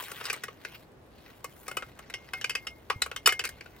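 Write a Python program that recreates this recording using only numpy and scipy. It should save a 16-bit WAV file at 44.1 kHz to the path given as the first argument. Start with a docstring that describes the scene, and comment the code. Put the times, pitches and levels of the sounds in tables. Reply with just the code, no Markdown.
"""Hands pick mussel shells out of a steel pot and pry them open, outdoors and heard close by.
First comes quick clicking over a wet scrape, then a lull with faint rustling; from 1.4 s the clicks return.
Near 3 s there is a low thud, then the hardest blows and a last run of clicks, while a soft rumble swells.
Each contact is a short chatter of tiny impacts that cracks and rings the shell's hollow; the pot rings too.
The rustle is ticks and noise in uneven patches; the outdoor air is filtered noise."""
import sys
import numpy as np
from scipy import signal
from scipy.fft import rfft, irfft, next_fast_len
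from scipy.io import wavfile
from scipy.ndimage import uniform_filter1d

SR = 44100
rng = np.random.default_rng(int(sys.argv[2]) if len(sys.argv) > 2 else 0)


def transcribe(u):
    """Save the signal u as a 16-bit wav file named by the first command-line argument.

    u: samples, shape (n,) or (channels, n), limited to [-1, 1]; the rate is SR.
    q: integer samples, one column per channel.
    """
    v = np.clip(np.atleast_2d(u).T, -1, 1)
    q = np.round(v * 32767).astype(np.int16)
    wavfile.write(sys.argv[1], SR, q)


N = 167580  # length [samples]

RISE_S = 0.0024  # soft start of each contact [s]
# burst: share of samples with a micro-impact, decay [s]
GRIT_SHARE, CHATTER_S = 0.16, 0.003
# loose after-ticks behind each burst: level [dB], decay [s], share of samples
RATTLE_DB, RATTLE_S, RATTLE_SHARE = -13, 0.015, .03
SHELL_Q, SHELL_OVERTONE, OVERTONE_DB = 9., 1.818, -8  # sharpness, pitch ratio, level [dB]
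CRACK_HZ, CRACK_Q, CRACK_DB = 1800, 1.3, -4
TREBLE_HZ, TREBLE_TOP_HZ = 3860, 11100  # edges of the treble band [Hz]
# low knock: deep shells and soft blows knock more
KNOCK_HZ, KNOCK_Q, KNOCK_DB = 499, 2, -20
KNOCK_DB_PER_OCT, KNOCK_PER_LEVEL = -7, -0.38  # per octave of shell pitch; per dB of contact level

# each pot mode is a pair of tones: spread of their detuning (share), of their level [dB]
POT_SPLIT, POT_SCATTER_DB = .009, 5.
POT_DB_PER_OCT = -4  # modes far from the shell's pitch ring less
SOFT_DAMPING = .2  # softer blows fade sooner
MUFFLED_T60 = .07  # extra fade once the next contact muffles the pot [s per 60 dB]

ECHO_DB, ECHO_T60, ECHO_START_S = -5.5, 0.093, .0005  # pot walls and mat
ECHO_TOP_HZ = 10800

TICKS_PER_S = 1800
SCRAPE_HZ, FIZZ_HZ = 1750, 7500.
PATCHY_DB, FLICKER_DB = 3.3, 1.6  # unevenness over time and pitch; over time alone

BUMP_S, BUMP_DB, BUMP_HZ, BUMP_T60 = 2.96, -31.5, 100, 0.069  # a hand knocks the mat
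AIR_DB = -55.5  # steady air, average level
LAG_S, LAG_LIMIT = .00007, 1.5  # left-right lag of low tones [s]; largest phase difference [rad]
EDGE_HZ = 15900  # upper limit of the sound [Hz]


def amp(db):
    """Turns decibels into a factor."""
    return 10 ** (np.asarray(db) / 20)


def evened(x):
    """Scales x to rms 1."""
    return x / np.sqrt(np.mean(x ** 2) + 1e-20)


def read(points, hz):
    """Reads a (Hz, value) table between its points, along a logarithmic pitch scale."""
    f, value = np.transpose(points)
    return np.interp(np.log(hz + 1), np.log(f + 1), value)


def curve(points, column=1):
    """Draws straight lines over time between the points of a table."""
    columns = np.transpose(points)
    return np.interp(np.arange(N) / SR, columns[0], columns[column])


def add(mix, s, sound):
    """Adds a sound to the mix from s seconds on."""
    part = mix[round(s * SR):][:len(sound)]
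    part += sound[:len(part)]


def band(x, hz, q):
    """One resonance, scaled to rms 1."""
    return evened(signal.lfilter(*signal.iirpeak(min(hz, SR / 2.2), q, SR), x))


def band_twice(x, hz, q):
    """The same resonance passed twice, for steeper sides."""
    return band(band(x, hz, q), hz, q)


def shaped(x, gain):
    """Multiplies the spectrum of x by gain(hz)."""
    size = next_fast_len(N)
    return irfft(rfft(x, size) * gain(np.fft.rfftfreq(size, 1 / SR)), size)[..., :N]


def shell_click(t, rise, db, shell_hz, treble_db):
    """A burst of micro-impacts drives the shell's hollow, a crack, treble and a low knock."""
    size, hiss = rng.standard_normal((2, len(t)))
    chance = rng.random(len(t))
    burst = np.exp(-t / CHATTER_S)
    rattle = amp(RATTLE_DB) * np.exp(-t / RATTLE_S)
    grit = size * rise * ((chance < GRIT_SHARE) * burst + (chance < RATTLE_SHARE) * rattle)
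    hiss = hiss * rise * burst

    hollow = band(grit, shell_hz, SHELL_Q)
    overtone = band(grit, shell_hz * SHELL_OVERTONE, SHELL_Q)
    crack = band_twice(hiss + grit, CRACK_HZ, CRACK_Q)
    treble_band = signal.butter(1, [TREBLE_HZ, TREBLE_TOP_HZ], "band", fs=SR, output="sos")
    treble = evened(signal.sosfilt(treble_band, hiss + grit))
    knock = band_twice(hiss, KNOCK_HZ, KNOCK_Q)
    octaves = np.log2(shell_hz / CRACK_HZ)
    knock_db = KNOCK_DB + KNOCK_PER_LEVEL * db + KNOCK_DB_PER_OCT * octaves

    shell = hollow + amp(OVERTONE_DB) * overtone + amp(CRACK_DB) * crack
    shell += amp(treble_db) * treble + amp(knock_db) * knock
    return amp(db) * shell / abs(shell).max()


def pot_ring(t, rise, gap_s, db, shell_hz, pot_db):
    """The steel pot's modes ring as slightly detuned pairs, until the next contact muffles them."""
    # modes of the steel pot, before scatter and damping:
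    # (pitch [Hz], level [dB], time to fade by 60 dB after a 0 dB contact [s])
    pot_modes = [(372, -24, .1), (500, -16, .09), (759, -24, .25), (1250, -16, .08), (2131, -17, .48),
                 (2541, -13, .14), (2955, -11, .14), (3628, -20, .1), (4430, -19, .1), (4690, -15, .14),
                 (5297, -11, .13), (5771, -22, .2), (6900, -18, .09), (8010, -18, .11), (9770, -21, .14)]
    hz, mode_db, t60 = np.transpose(pot_modes)[:, :, None]
    detune, scatter, phase = rng.standard_normal((3, len(pot_modes), 1))
    pair = np.sin(2 * np.pi * hz * t + phase)
    pair += .5 * np.sin(2 * np.pi * hz * (1 + POT_SPLIT * detune) * t)
    mode_db = mode_db + POT_SCATTER_DB * np.tanh(scatter)
    mode_db = mode_db + POT_DB_PER_OCT * abs(np.log2(hz / shell_hz))
    fade = t / (t60 * amp(SOFT_DAMPING * db)) + np.maximum(t - gap_s, 0) / MUFFLED_T60
    ring = (amp(mode_db - 60 * fade) * pair).sum(0) * rise
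    ending = np.minimum(1, 20 * (1 - t / t[-1]))  # smooth last twentieth
    return amp(db + pot_db) * ring * ending


def contacts():
    """Lays out every shell contact in time; returns the shell sounds and the pot's ringing."""
    # shell contacts: (time [s], shell peak level [dB], shell pitch [Hz],
    # treble level before peak scaling [dB], pot ring level relative to the contact [dB])
    touches = [(0.022, -33, 980, 3, -16), (0.115, -26, 1350, 0, -25), (0.209, -28.5, 1230, -36, -6),
               (0.239, -29.5, 2500, -4, -24), (0.252, -19, 4430, -50, -12), (0.265, -27, 2820, -31, -27),
               (0.286, -31, 2030, -30, -20), (0.298, -16.5, 2490, -39, -23), (0.328, -21, 1270, 6.5, -14),
               (0.337, -27, 2150, -15, -20), (0.361, -35.5, 1340, -1, -21), (0.435, -23, 1780, -1.5, -5.5),
               (0.481, -30.5, 1230, -32, -15), (0.648, -23, 2180, -42, -17), (1.442, -23, 1183, 1, -3),
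               (1.665, -39, 2560, -32, -27), (1.679, -25, 1220, 1, 0), (1.712, -27.5, 1400, -7, -4),
               (1.768, -19.5, 1330, -4, -1), (1.822, -28.5, 1350, -35, -10), (1.989, -34, 1310, -4.5, -7),
               (2.098, -32, 2070, -5.5, -7), (2.138, -20.5, 2910, -24, -5.5), (2.333, -21.5, 1454, -6.5, 1),
               (2.411, -25, 3000, -26, -13), (2.442, -15.5, 2490, -51, -11), (2.494, -20, 2920, -5, -3),
               (2.504, -22.5, 2540, -39, -1.5), (2.551, -17, 2575, -16, -10), (2.668, -22, 2850, -46, -3),
               (2.899, -13.5, 1250, -25, -4), (3.018, -8, 3970, -7.5, -15), (3.06, -25, 1295, -6.5, -21),
               (3.113, -24, 1380, -71, -54), (3.161, -22, 3140, -6.5, -8.5), (3.258, -7, 5070, -25, 1.5),
               (3.272, -4.5, 1327, -2.5, -12), (3.289, -17, 2300, -30, 4.5), (3.322, -16, 1720, -4, -4.5),
               (3.392, -15.5, 2670, -37, -5), (3.41, -27, 1850, -25, -30), (3.438, -22, 2550, -7, -14),
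               (3.444, -23, 2560, -32, -17), (3.45, -18.5, 2240, 0.5, -13.5),
               (3.472, -28.5, 4800, -30, -20), (3.489, -27.5, 1780, 5.5, -9),
               (3.607, -28.5, 2400, -47, -19), (3.658, -36, 1420, -26, -18)]
    shells, pot = np.zeros((2, N))
    gaps = np.diff([row[0] for row in touches], append=N / SR)
    t = np.arange(SR // 4) / SR
    rise = 1 - np.exp(-(t / RISE_S) ** 2)
    for gap_s, (s, db, shell_hz, treble_db, pot_db) in zip(gaps, touches):
        add(shells, s, shell_click(t, rise, db, shell_hz, treble_db))
        add(pot, s, pot_ring(t, rise, gap_s, db, shell_hz, pot_db))
    return shells, pot


def echoes(x):
    """Sparse, dulled, decaying reflections, drawn separately for left and right."""
    t = np.arange(SR // 2) / SR
    taps = rng.standard_normal((2, len(t))) * (rng.random((2, len(t))) < .1)
    taps = taps * (t > ECHO_START_S) * amp(-60 * t / ECHO_T60)
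    taps = taps / np.linalg.norm(taps, axis=1)[:, None]
    wet = signal.fftconvolve(x[None], taps, axes=1)[:, :N]
    return amp(ECHO_DB) * shaped(wet, lambda hz: 1 / np.sqrt(1 + (hz / ECHO_TOP_HZ) ** 2))


def rustle():
    """Wet shells and fingers: tiny ticks and noise in uneven patches make a dull scrape and a wet fizz."""
    # (time [s], scrape level [dB], fizz level [dB])
    rustle_levels = [(0, -41.5, -42), (.05, -48.5, -46), (.15, -51.5, -50), (.27, -43, -48.5),
                     (.38, -54.5, -62.5), (.55, -64.5, -67), (.75, -53, -56), (.95, -83, -76.5),
                     (1.27, -57, -62.5), (1.42, -66, -64.5), (1.62, -65.5, -57), (2.05, -61.5, -69.5),
                     (2.4, -59.5, -63), (2.8, -68, -66.5), (3.55, -62, -66.5), (3.8, -62.5, -65.5)]
    strength = amp(2.5 * np.minimum(rng.exponential(1, N), 4))
    ticks = rng.standard_normal(N) * (rng.random(N) < TICKS_PER_S / SR) * strength
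    rubbing = evened(ticks) + .5 * rng.standard_normal(N)

    z = signal.stft(rubbing, nperseg=256)[2]  # rows are pitch, columns are time
    patches = uniform_filter1d(rng.standard_normal(z.shape), size=6, axis=0)
    patches = evened(uniform_filter1d(patches, size=8, axis=1))
    flicker = evened(uniform_filter1d(rng.standard_normal(z.shape[1]), size=4))
    z = z * amp(PATCHY_DB * patches + FLICKER_DB * flicker)
    x = signal.istft(z, nperseg=256)[1][:N]

    scrape = band_twice(x, SCRAPE_HZ, 0.47)
    fizz = evened(shaped(x, lambda hz: 1 / (1 + (FIZZ_HZ / (hz + 1)) ** 2)))
    return amp(curve(rustle_levels)) * scrape + amp(curve(rustle_levels, column=2)) * fizz


def bump():
    """One dull low thud: a fading sine."""
    t, out = np.arange(SR // 2) / SR, np.zeros(N)
    add(out, BUMP_S, amp(BUMP_DB - 60 * t / BUMP_T60) * np.sin(2 * np.pi * BUMP_HZ * t))
    return out


def air():
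    """Steady outdoor noise and a swelling low rumble, both partly shared by left and right."""
    # colour of the steady air: (pitch [Hz], relative level [dB])
    air_colour = [(15, -32), (25, -33), (123, -2), (166, -7.5), (363, -6), (677, -10.5), (16000, -48)]
    # low rumble: (time [s], level [dB])
    rumble_levels = [(0, -66.5), (3.8, -58)]
    # left-right likeness of the air: (pitch [Hz], likeness, held within 0 to 1)
    likeness = [(60, 1), (950, 0.37), (15000, -2.5)]
    a, b, c = rng.standard_normal((3, N))
    same = lambda hz: np.clip(read(likeness, hz), 0, 1)
    right = shaped(a, same) + shaped(b, lambda hz: np.sqrt(1 - same(hz) ** 2))
    steady = evened(shaped(np.array([a, right]), lambda hz: amp(read(air_colour, hz))))
    rumble = c + 0.12 * np.array([a, b])
    rumble = evened(shaped(rumble, lambda hz: hz ** 3 / (1 + (hz / 65.0) ** 6)))
    return amp(AIR_DB) * steady + amp(curve(rumble_levels)) * rumble


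def to_both_sides(x):
    """Splits a sound into left and right, with a small lag and a level lean that depend on pitch."""
    # (pitch [Hz], left minus right level [dB])
    lean = [(60, -12.5), (1200, 6.5), (3000, -1), (10000, 5)]
    lag = lambda hz: LAG_LIMIT * np.tanh(2 * np.pi * hz * LAG_S / LAG_LIMIT)
    side = lambda hz, k: amp(k * read(lean, hz)) * np.exp(1j * k * lag(hz))
    return shaped(x, lambda hz: np.array([side(hz, k) for k in (.5, -.5)]))


def scene():
    """Shells, rustle and pot lean and lag between left and right; shells and rustle also echo."""
    shells, pot = contacts()
    shells = shells + rustle()
    return to_both_sides(shells + pot) + echoes(shells) + air() + bump()


def record(dry):
    """Removes everything above the upper limit of the sound."""
    low_pass = signal.firwin(401, EDGE_HZ, window=("kaiser", 12), fs=SR)
    return signal.oaconvolve(dry, low_pass[None], "same")


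dry = scene()
out = record(dry)
transcribe(out)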